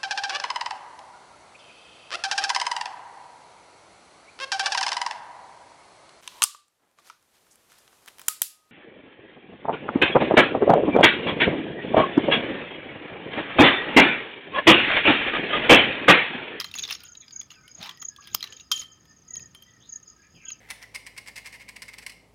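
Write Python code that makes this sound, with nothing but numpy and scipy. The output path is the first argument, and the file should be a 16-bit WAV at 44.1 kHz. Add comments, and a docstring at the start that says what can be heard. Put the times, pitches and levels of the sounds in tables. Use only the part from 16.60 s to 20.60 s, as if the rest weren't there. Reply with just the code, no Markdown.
"""A metal nunchaku in a clearing

The chain clinks and slithers as its links collide, a stick swishes through the air, and the chain
snaps taut with a crack. Then the sticks clash and scrape, and one tube rings in its normal modes.
Around it are quick falling chirps, far bird whistles and calls, thin bands of insect sound and
a low outdoor rumble; trees and ground scatter back a short echo."""
import sys
import numpy as np
from scipy import signal
from scipy.fft import rfft, irfft, next_fast_len
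from scipy.io import wavfile
from scipy.ndimage import map_coordinates

SR = 44100
rng = np.random.default_rng(int(sys.argv[2]) if len(sys.argv) > 2 else 0)


def waveform_to_disk(signal):
    """Save audio, clipped to [-1, 1], as 16-bit WAV at the path in sys.argv[1]."""
    frames = np.transpose(np.atleast_2d(signal))
    scaled = np.clip(frames, -1, 1) * 32767
    samples = np.round(scaled).astype(np.int16)
    wavfile.write(sys.argv[1], SR, samples)


N = 176400


def amp(db):
    """Amplitude ratio of a level in decibels."""
    return 10 ** (np.asarray(db) / 20)


def unit(x):
    """Normalisation to rms 1."""
    return x / np.sqrt(np.mean(x ** 2) + 1e-20)


def along(points, hz):
    """Interpolation of (frequency_hz, value) points on a logarithmic frequency axis."""
    f, v = np.transpose(points)
    return np.interp(np.log(hz + 1), np.log(f + 1), v)


def filtered(x, response):
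    """Linear filtering: the spectrum of x times a frequency response."""
    m = next_fast_len(len(x) + 4096)
    return irfft(rfft(x, m) * response(np.fft.rfftfreq(m, 1 / SR)), m)[:len(x)]


def noise(spectrum, size=N):
    """Coloured noise of rms 1: white noise under a spectral envelope."""
    return unit(filtered(rng.standard_normal(size), lambda hz: amp(along(spectrum, hz))))


def wobble(rate, size=N):
    """Random modulation: a smooth curve with rate knots a second."""
    return map_coordinates(rng.standard_normal(8192), [np.arange(size) * rate / SR], mode="wrap")


def add(out, s, x):
    """Superposition: mix x into out from time s."""
    i = int(round(s * SR))
    x, i = x[max(-i, 0):], max(i, 0)
    out[i:i + len(x)] += x[:max(len(out) - i, 0)]


def decay(t60, rise, size=SR // 16):
    """Exponential damping after a quick rise: 60 dB down in t60 seconds."""
    t = np.arange(size) / SR
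    return amp(-60 * t / t60) * (1 - np.exp(-t / rise))


def burst(spectrum, t60, rise):
    """Dense damped resonances merge into dying noise, with the energy of its envelope."""
    env = decay(t60, rise)
    return unit(env * noise(spectrum, size=len(env))) * np.sqrt(np.mean(env ** 2))


def mode(hz, t60, rise, size=SR // 16):
    """One mode of free vibration: a damped sinusoid."""
    return decay(t60, rise, size=size) * np.sin(2 * np.pi * hz * np.arange(size) / SR)


def gaussian(x, centre, width):
    """A Gaussian curve of height 1."""
    return np.exp(-.5 * ((x - centre) / width) ** 2)


def band(centre, width):
    """Narrow-band noise of rms 1."""
    return unit(filtered(rng.standard_normal(N), lambda hz: gaussian(hz, centre, width)))


def impulse(spectrum):
    """A minimum-phase click of peak 1: folding the cepstrum makes it causal."""
    size = 2048
    cepstrum = irfft(np.log(amp(along(spectrum, np.fft.rfftfreq(size, 1 / SR)))))
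    cepstrum[1:size // 2] *= 2
    cepstrum[size // 2 + 1:] = 0
    click = irfft(np.exp(rfft(cepstrum)))
    return click / np.abs(click).max()


def puffs(rows, spectrum):
    """Moving air: noise under Gaussian swells, one to a row."""
    t = np.arange(N) / SR
    return noise(spectrum) * sum(amp(db) * gaussian(t, s, width) for s, width, db in rows)


def outdoor_air():
    """Ambient noise: slow modulation swells the rumble while the hiss above stays even."""
    # spectrum of the air: frequency_hz, gain_db
    spectrum = [(20, -31.5), (35, -18), (58, 0.5), (140, 1.5), (300, -4), (600, -14.5), (950, -15),
                (1280, -15.5), (1550, -16.5), (2300, -18.5), (3200, -19.5), (4300, -25), (5000, -12),
                (5800, -24), (6900, -23), (7700, -32.5), (14800, -34.5), (16000, -35.5)]
    air = amp(-62) * noise(spectrum)
    rumble = filtered(air, lambda hz: 1 / (1 + (hz / 900) ** 2))
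    hiss = air - rumble
    return hiss + rumble * amp(-wobble(7.8))


def insect():
    """Amplitude modulation of a narrow noise band: a far insect buzzing in soft pulses."""
    # pulses of the buzz: centre_s, level_db
    pulses = [(.5, -66), (.7, -60), (.8, -59.5), (.96, -60), (1.11, -58), (1.35, -62), (1.51, -62),
              (1.66, -58.5), (1.79, -52), (1.93, -61), (2.06, -63.5), (2.329, -67), (2.5, -64.5),
              (2.68, -68), (2.818, -57), (3.07, -69), (3.2, -72), (3.33, -62), (3.49, -59.5),
              (3.621, -67.5), (3.761, -63), (3.92, -60)]
    t = np.arange(N) / SR
    return band(centre=5008, width=140) * sum(amp(db) * gaussian(t, s, width=0.03) for s, db in pulses)


def chorus():
    """Superposition: many far birds and insects merge into narrow, swelling bands."""
    # bands of the chorus: centre_hz, width_hz, level_db
    bands = [(1270, 40, -74), (1796, 72, -78.5), (6670, 90, -73.5)]
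    swell_db = 4
    return sum(amp(db + swell_db * np.tanh(wobble(13))) * band(hz, width) for hz, width, db in bands)


def echo(x):
    """Diffuse scattering by trees and ground: convolution with a decaying noise tail."""
    # reverberation time of the clearing: frequency_hz, t60_s
    decay_times = [(200, 0.067), (3000, 0.26), (7000, 0.089), (11000, 0.2), (15000, 0.06)]
    hz, t, spectra = signal.stft(rng.standard_normal(SR // 2), SR, nperseg=256)
    damping = amp(-60 * t / along(decay_times, hz)[:, None])
    tail = signal.istft(spectra * damping, SR, nperseg=256)[1]
    return signal.fftconvolve(x, tail / np.linalg.norm(tail))[:N]


def glides(rows, width_hz, clear):
    """Gliding tones: random modulation spreads sidebands around a carrier of amplitude clear."""
    out = np.zeros(N)
    for s, length, first_hz, last_hz, db in rows:
        n = int(length * SR)
        progress = np.arange(n) / n
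        hz = first_hz + (last_hz - first_hz) * progress
        blur = clear + wobble(2 * width_hz, n) + 1j * wobble(2 * width_hz, n)
        tone = np.real(blur * np.exp(2j * np.pi * np.cumsum(hz) / SR))
        add(out, s, amp(db) * unit(tone) * np.sqrt(np.sin(np.pi * progress)))
    return out


def far_whistles():
    """Far birds whistle: narrow sidebands leave the pitch distinct."""
    # whistled notes: start_s, length_s, first_hz, last_hz, level_db
    notes = [(.38, 0.175, 1450, 1431, -64), (.67, 0.142, 1585, 1534, -69), (.72, 0.12, 2286, 2170, -67),
             (.93, 0.186, 1550, 1489, -66), (.94, 0.054, 2800, 2330, -63.5), (1.03, 0.074, 2065, 2320, -60),
             (1.33, 0.091, 1943, 1882, -58), (1.48, 0.27, 1695, 1617, -62.5),
             (1.582, 0.024, 1080, 1317, -50), (1.82, 0.12, 1823, 1715, -60), (2.45, 0.097, 1827, 1780, -63),
             (2.69, 0.18, 1953, 1787, -58), (3.06, 0.14, 1983, 1835, -62.5),
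             (3.31, 0.075, 1870, 1760, -60.5), (3.55, 0.17, 1608, 1740, -67),
             (3.82, 0.1, 1650, 1513, -63.5)]
    return glides(notes, width_hz=72, clear=1.0)


def far_calls():
    """Far birds call: wide sidebands over a weak carrier sound hoarse."""
    # hoarse notes: start_s, length_s, first_hz, last_hz, level_db
    notes = [(.61, 0.034, 3840, 3500, -55.5), (.62, 0.023, 2365, 2060, -59),
             (3.08, 0.034, 3470, 3170, -67.5), (3.2, 0.083, 2976, 4320, -61),
             (3.62, 0.048, 2100, 2312, -64.5), (3.745, 0.047, 3100, 2600, -59),
             (3.8, 0.05, 2610, 2217, -56), (3.855, 0.056, 3134, 2796, -51.5),
             (3.93, 0.042, 2850, 2500, -62.5)]
    return glides(notes, width_hz=400, clear=0.26)


def chirps():
    """Linear downward frequency sweeps in short runs, with fainter ones from further off."""
    # near chirps: peak_s, relative_level_db
    runs = [(.065, -48), (0.163, -34), (.194, -31.5), (0.229, -31), (.351, -43), (.458, -45.5),
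            (.49, -46.5), (0.525, -45.5), (0.578, -42), (0.611, -43.5), (0.732, -41), (0.765, -34),
            (0.8, -31.5), (.832, -49.5), (.917, -48), (1.117, -47.5), (1.154, -42.5), (1.186, -45.5),
            (1.406, -45.5), (1.423, -36), (1.455, -32), (1.489, -31.5), (1.611, -49), (1.736, -44.5),
            (1.91, -50), (1.934, -46), (1.97, -44.5), (2.009, -43.5), (2.134, -36), (2.166, -33),
            (2.201, -31), (2.326, -50), (2.686, -47), (2.711, -39), (2.742, -33), (2.774, -31.5),
            (2.81, -44), (2.829, -41.5), (2.864, -46.5), (3.298, -40), (3.329, -34), (3.363, -34),
            (3.435, -49.5), (3.481, -45.5), (3.503, -47.5), (3.858, -40.5), (3.889, -33.5), (3.922, -33)]
    pitch_hz, fall_hz_per_s, flutter_db, far_per_s = 6628, 33700, 4, 36
    rise_s, fall_s = 0.0061, 0.0033
    out, t = np.zeros(N), np.arange(-SR // 40, SR // 40) / SR
    env = np.exp(-(t / np.where(t < 0, rise_s, fall_s)) ** 2)
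    env += amp(-11) * np.exp(-((t - 0.008) / 0.0053) ** 2)  # the sweep's weak low end
    near = [(s, db, pitch_hz) for s, db in runs]
    far = [((k + delay) / far_per_s, -60 + 8 * (strength - .5), pitch_hz - 350 * drop)
           for k, (delay, strength, drop) in enumerate(rng.random((int(far_per_s * N / SR), 3)))]
    for s, db, hz in near + far:
        phase = 2 * np.pi * (hz * t - fall_hz_per_s * t * t / 2) + 0.22 * wobble(500, len(t))
        flutter = amp(flutter_db * wobble(353, len(t)))
        tone = flutter * (np.sin(phase) + amp(-39.5) * np.sin(2 * phase))
        add(out, s + t[0], amp(db + 1.5) * unit(env * tone) * np.sqrt(np.mean(env ** 2)))
    return out


def thuds():
    """Arms and cloth displace air in soft, low-frequency swells."""
    # movements: centre_s, width_s, level_db
    movements = [(.02, 0.04, -65), (.17, 0.14, -60), (1.212, 0.014, -47), (1.755, 0.04, -57.5),
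                 (2.8, 0.058, -58), (3.76, .03, -55.5)]
    # spectrum of a thud: frequency_hz, gain_db
    spectrum = [(30, -27), (80, 2), (170, 0.5), (280, -9.5), (600, -16), (2000, -42.5)]
    return puffs(movements, spectrum)


def swishes():
    """Flow noise around a stick, with a blurred whistle that climbs as the stick speeds up."""
    # swings: centre_s, width_s, level_db, mid_pitch_hz
    swings = [(0.19, 0.13, -59.5, 340), (1.255, 0.045, -47.5, 880), (1.89, 0.045, -59, 390)]
    # spectrum of the rushing air: frequency_hz, gain_db
    spectrum = [(35, -33.5), (90, -13), (200, -1), (450, -18.5), (1000, -3.5), (2000, -6.5), (5000, -7.5),
                (12000, -41)]
    climb, whistle_db = .28, -3.5
    out = puffs([row[:3] for row in swings], spectrum)
    t = np.arange(-SR // 3, SR // 3) / SR
    for s, width, db, mid_hz in swings:
        hz = mid_hz * (1 + climb * np.tanh(t / width))
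        whistle = unit(wobble(200, len(t)) * np.sin(2 * np.pi * np.cumsum(hz) / SR))
        add(out, s + t[0], amp(db + whistle_db) * whistle * gaussian(t, 0, width))
    return out


def slither():
    """Shot noise: dense tiny pings as the chain runs over itself and the stick."""
    # runs of the chain: start_s, length_s, level_db
    runs = [(0.0, .10, -51.5), (0.138, 0.14, -48), (0.289, 0.061, -39.5), (0.365, .12, -55),
            (0.904, 0.054, -55), (1.208, 0.069, -45.5), (1.62, 0.13, -55.5), (1.755, .13, -54.5),
            (1.907, 0.098, -63)]
    # filter that colours the pings: frequency_hz, gain_db
    colour = [(200, -2), (700, -1.5), (1250, -14.5), (1600, 2.5), (3300, 9), (5200, 5.5), (7000, -6),
              (8200, -34), (9600, -17.5), (13000, -25), (15000, -7.5), (16000, -25.5)]
    pings_per_s, low_hz, high_hz, edge_s = 2600, 849, 15270, 0.013
    t, age = np.arange(N) / SR, np.arange(300)
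    when, pitch, strength = rng.random((int(pings_per_s * N / SR), 3)).T[:, :, None]
    hz = low_hz + (high_hz - low_hz) * pitch ** 2
    gain = amp(-3 * np.log(strength + 0.054)) * np.sqrt(hz)  # many weak pings, a few strong
    pings = gain * mode(hz, t60=0.013, rise=0.00022, size=len(age))
    positions = (when * N).astype(int) + age
    grains = np.bincount(positions.ravel(), pings.ravel(), N)[:N]
    env = sum(amp(db) * np.clip(np.minimum(t - s, s + length - t) / edge_s + .5, 0, 1)
              for s, length, db in runs)
    return unit(filtered(grains, lambda hz: amp(along(colour, hz)))) * env


def clinks():
    """Impacts excite the links' modes: a clack with a short note, a pinging tick and some body."""
    # knocks, with levels ahead of each part's trim: start_s, clack_db, pitch_hz, tick_db, body_db
    knocks = [(0.0004, -14, 5060, -27.5, -31.5), (0.0098, -19.5, 3190, -39, -27.5),
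              (0.0192, -27, 3960, -59, -39.5), (0.0436, -20.5, 4130, -38.5, -30.5),
              (0.1136, -29.5, 3700, -45, -61), (0.1395, -22.5, 2700, -39, -56),
              (0.1519, -33, 5160, -39, -33.5), (0.1772, -27, 3380, -49, -43),
              (0.1856, -19, 3960, -33.5, -59), (0.1934, -20, 3460, -48, -63), (0.2092, -42, 3460, -49, -57),
              (0.234, -20, 3700, -52, -60), (0.2377, -19, 3590, -57, -46), (0.2428, -28, 3780, -60, -55),
              (0.251, -22, 3490, -68, -45), (0.277, -27, 5030, -45, -39), (0.287, -26.5, 3510, -55, -35),
              (0.2992, -23, 3600, -55, -45.5), (0.3078, -17, 2720, -30, -29),
              (0.3113, -21.5, 3100, -32, -37), (0.3227, -20.5, 5620, -48, -39),
              (0.326, -17.5, 5020, -44, -38), (0.3297, -40, 3440, -51, -47), (0.337, -33, 3560, -36, -57),
              (0.3513, -25, 5400, -46, -40.5), (0.404, -35.5, 5080, -50, -65),
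              (0.4353, -39, 2900, -35, -49.5), (0.5517, -31.5, 3820, -71, -59),
              (0.6809, -35.5, 4850, -64, -69), (0.708, -36, 4670, -58, -66),
              (0.813, -28.5, 3430, -46, -46.5), (0.904, -31.5, 2840, -55, -56),
              (0.9165, -39, 2980, -55, -47), (1.079, -37, 3050, -46.5, -70), (1.2124, -31, 4270, -66, -50),
              (1.2276, -23, 3720, -39.5, -46.5), (1.238, -33, 4770, -58, -45),
              (1.2584, -31, 2960, -60, -35), (1.27, -36, 3900, -62, -41.5), (1.2922, -22, 3380, -46, -36.5),
              (1.3095, -31, 3140, -88, -43), (1.373, -39.5, 5030, -53, -66),
              (1.418, -33.5, 5550, -53, -47.5), (1.4249, -35, 3170, -49, -37),
              (1.562, -36, 3420, -49.5, -61), (1.6725, -34, 3310, -41, -45),
              (1.8064, -27.5, 3210, -43, -56), (1.8271, -18, 4120, -35.5, -34.5),
              (1.8403, -19.5, 3930, -39, -33.5), (1.8735, -32, 2920, -57, -53),
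              (1.9241, -27, 3030, -57, -47), (1.971, -38, 3690, -68, -63.5), (1.998, -34, 3800, -63, -64.5),
              (2.008, -38.5, 2780, -66, -66), (2.216, -30, 5220, -55, -39), (2.234, -40, 4800, -55, -49),
              (2.453, -52, 3300, -58.5, -60.5), (2.7551, -32, 5250, -42.5, -50),
              (2.795, -40.5, 2560, -51, -51), (2.9481, -35, 3100, -41.5, -47.5),
              (3.023, -42.5, 3170, -43, -82.5), (3.9029, -29, 2690, -50, -43)]
    # spectrum of the mid-range clack: frequency_hz, gain_db
    clack_spectrum = [(900, -27.5), (1700, -10.5), (2800, -1.5), (4100, 0.5), (5200, -6.5), (6500, -3.5),
                      (8000, -27.5), (16000, -28)]
    # spectrum of the treble tick: frequency_hz, gain_db
    tick_spectrum = [(5000, -20.5), (8000, -10), (9400, 16.5), (10400, -23.5), (11400, 12), (13200, -3),
                     (15000, 17.5), (16000, -27)]
    # spectrum of the low body: frequency_hz, gain_db
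    body_spectrum = [(40, -15), (130, -3), (400, -10), (750, -7), (1050, 5), (1250, 12.5), (1500, -5),
                     (2000, 10.5), (3500, -14.5)]
    out, rise = np.zeros(N), 0.0013
    for s, clack_db, hz, tick_db, body_db in knocks:
        note = mode(hz, t60=0.013, rise=rise)
        clack = burst(clack_spectrum, t60=0.018, rise=rise) + amp(8.5) * note
        ping = mode(hz=10430 + 990 * rng.standard_normal(), t60=0.022, rise=rise)
        tick = burst(tick_spectrum, t60=0.0098, rise=rise) + amp(-5) * ping
        body = burst(body_spectrum, t60=0.038, rise=rise)
        add(out, s, amp(clack_db - 5) * clack + amp(tick_db + 2.5) * tick + amp(body_db - 1.5) * body)
    return out


def scrape():
    """Sliding friction: gritty metallic noise that fades as the stick comes to rest."""
    # spectrum of the scrape: frequency_hz, gain_db
    spectrum = [(200, -9), (800, -15), (1250, -12), (1450, -15), (1800, -12.5), (3000, 3.5), (5200, 3),
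                (6800, 1.5), (7700, -12), (8300, -21.5), (9700, -3.5), (13000, -19), (14800, -8),
                (16000, -31.5)]
    start_s, end_s, release_s, grit_db = 2.122, 2.217, .021, 2.8
    t = np.arange(N) / SR
    env = (t > start_s) * np.exp(-np.maximum(t - end_s, 0) / release_s)
    grit = amp(grit_db * wobble(520))
    return amp(-44.5) * env * unit(grit * noise(spectrum))


def tube_ring():
    """A struck tube rings in inharmonic modes; close pairs beat and random modulation roughens them."""
    # modes of the tube: pitch_hz, gain_db, t60_s
    modes = [(1277, -36.5, 0.49), (1004, -23, 0.0506), (1362, -38, 0.06), (1794, -41.5, 0.63),
             (3178, -0.5, 0.059), (3163, -15.5, 0.36), (3093, -20.5, 0.4), (3330, -25, 0.25),
             (4600, -37.5, 0.37), (5330, -23, 0.123), (7380, -35, .35), (9700, -39, .2)]
    # knocks that excite it: start_s, level_db
    knocks = [(0.044, -36.5), (0.435, -45), (1.925, -42), (2.1152, -13), (2.757, -46.5), (2.947, -41.5),
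              (3.022, -47)]
    out, t = np.zeros(N), np.arange(SR // 2) / SR
    roughness = .55 * np.minimum(t / 0.022, 1)
    for s, knock_db in knocks:
        for hz, db, t60 in modes:
            waver = wobble(120, len(t)) + 1j * wobble(120, len(t))
            tone = np.imag((1 + roughness * waver) * np.exp(2j * np.pi * hz * t))
            add(out, s, amp(knock_db + db) * decay(t60, rise=0.0016, size=len(t)) * tone)
    return out


def clash():
    """Collision and rebound of the sticks: each contact excites a broad band of resonances."""
    # contacts: start_s, level_db, t60_s
    contacts = [(2.1149, -13, 0.032), (2.1229, -13.5, 0.0087), (2.133, -41, .03)]
    # spectrum of a contact: frequency_hz, gain_db
    spectrum = [(100, -22.5), (700, -41.5), (1250, 2), (1800, -12.5), (3200, 5.5), (4200, 2.5), (5500, 1.5),
                (6600, 6.5), (8000, -21.5), (9500, -8.5), (13000, -13), (15000, -7.5), (16000, -36.5)]
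    out = np.zeros(N)
    for s, db, t60 in contacts:
        add(out, s, amp(db) * burst(spectrum, t60, rise=0.0008))
    return out


def snap():
    """Impulsive loading: the chain pulls taut with sharp cracks and briefly ringing resonances."""
    # cracks: start_s, peak_db
    cracks = [(1.7484, -4), (1.748, -15.5)]
    # ringing of the jolted chain: start_s, level_db, t60_s
    jolts = [(1.7446, -31, 0.032), (1.748, -13.5, 0.014)]
    # spectrum of both: frequency_hz, gain_db
    spectrum = [(40, -52), (130, -15), (700, -21.5), (1250, -1), (1700, -20), (3150, -2.5), (3700, -6),
                (5000, 1.5), (7100, -1), (7900, -21), (9500, -7.5), (11000, -18.5), (12600, -0.5),
                (14000, -20), (14850, 7), (16000, -13), (17000, -47.5)]
    out = np.zeros(N)
    for s, db in cracks:
        add(out, s, amp(db) * impulse(spectrum))
    for s, db, t60 in jolts:
        add(out, s, amp(db) * burst(spectrum, t60, rise=.00008))
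    return out


def scene():
    """Direct and scattered sound add; the far birds have the largest share of echo."""
    swinging = clinks() + clash() + tube_ring() + scrape() + slither() + swishes() + thuds()
    crack, chirping = snap(), chirps()
    whistles, calls = far_whistles(), far_calls()
    direct = swinging + crack + chirping + whistles + calls
    scattered = echo(amp(-15) * swinging + amp(-20) * crack + amp(-13) * chirping
                     + amp(-6) * whistles + amp(-4.5) * calls)
    return (direct + scattered + outdoor_air() + insect() + chorus())[None]


def record(dry):
    """Band limiting: an ideal low-pass filter removes the highest treble."""
    return filtered(dry[0], lambda hz: hz < 16300)[None]


dry = scene()
out = record(dry)
waveform_to_disk(out)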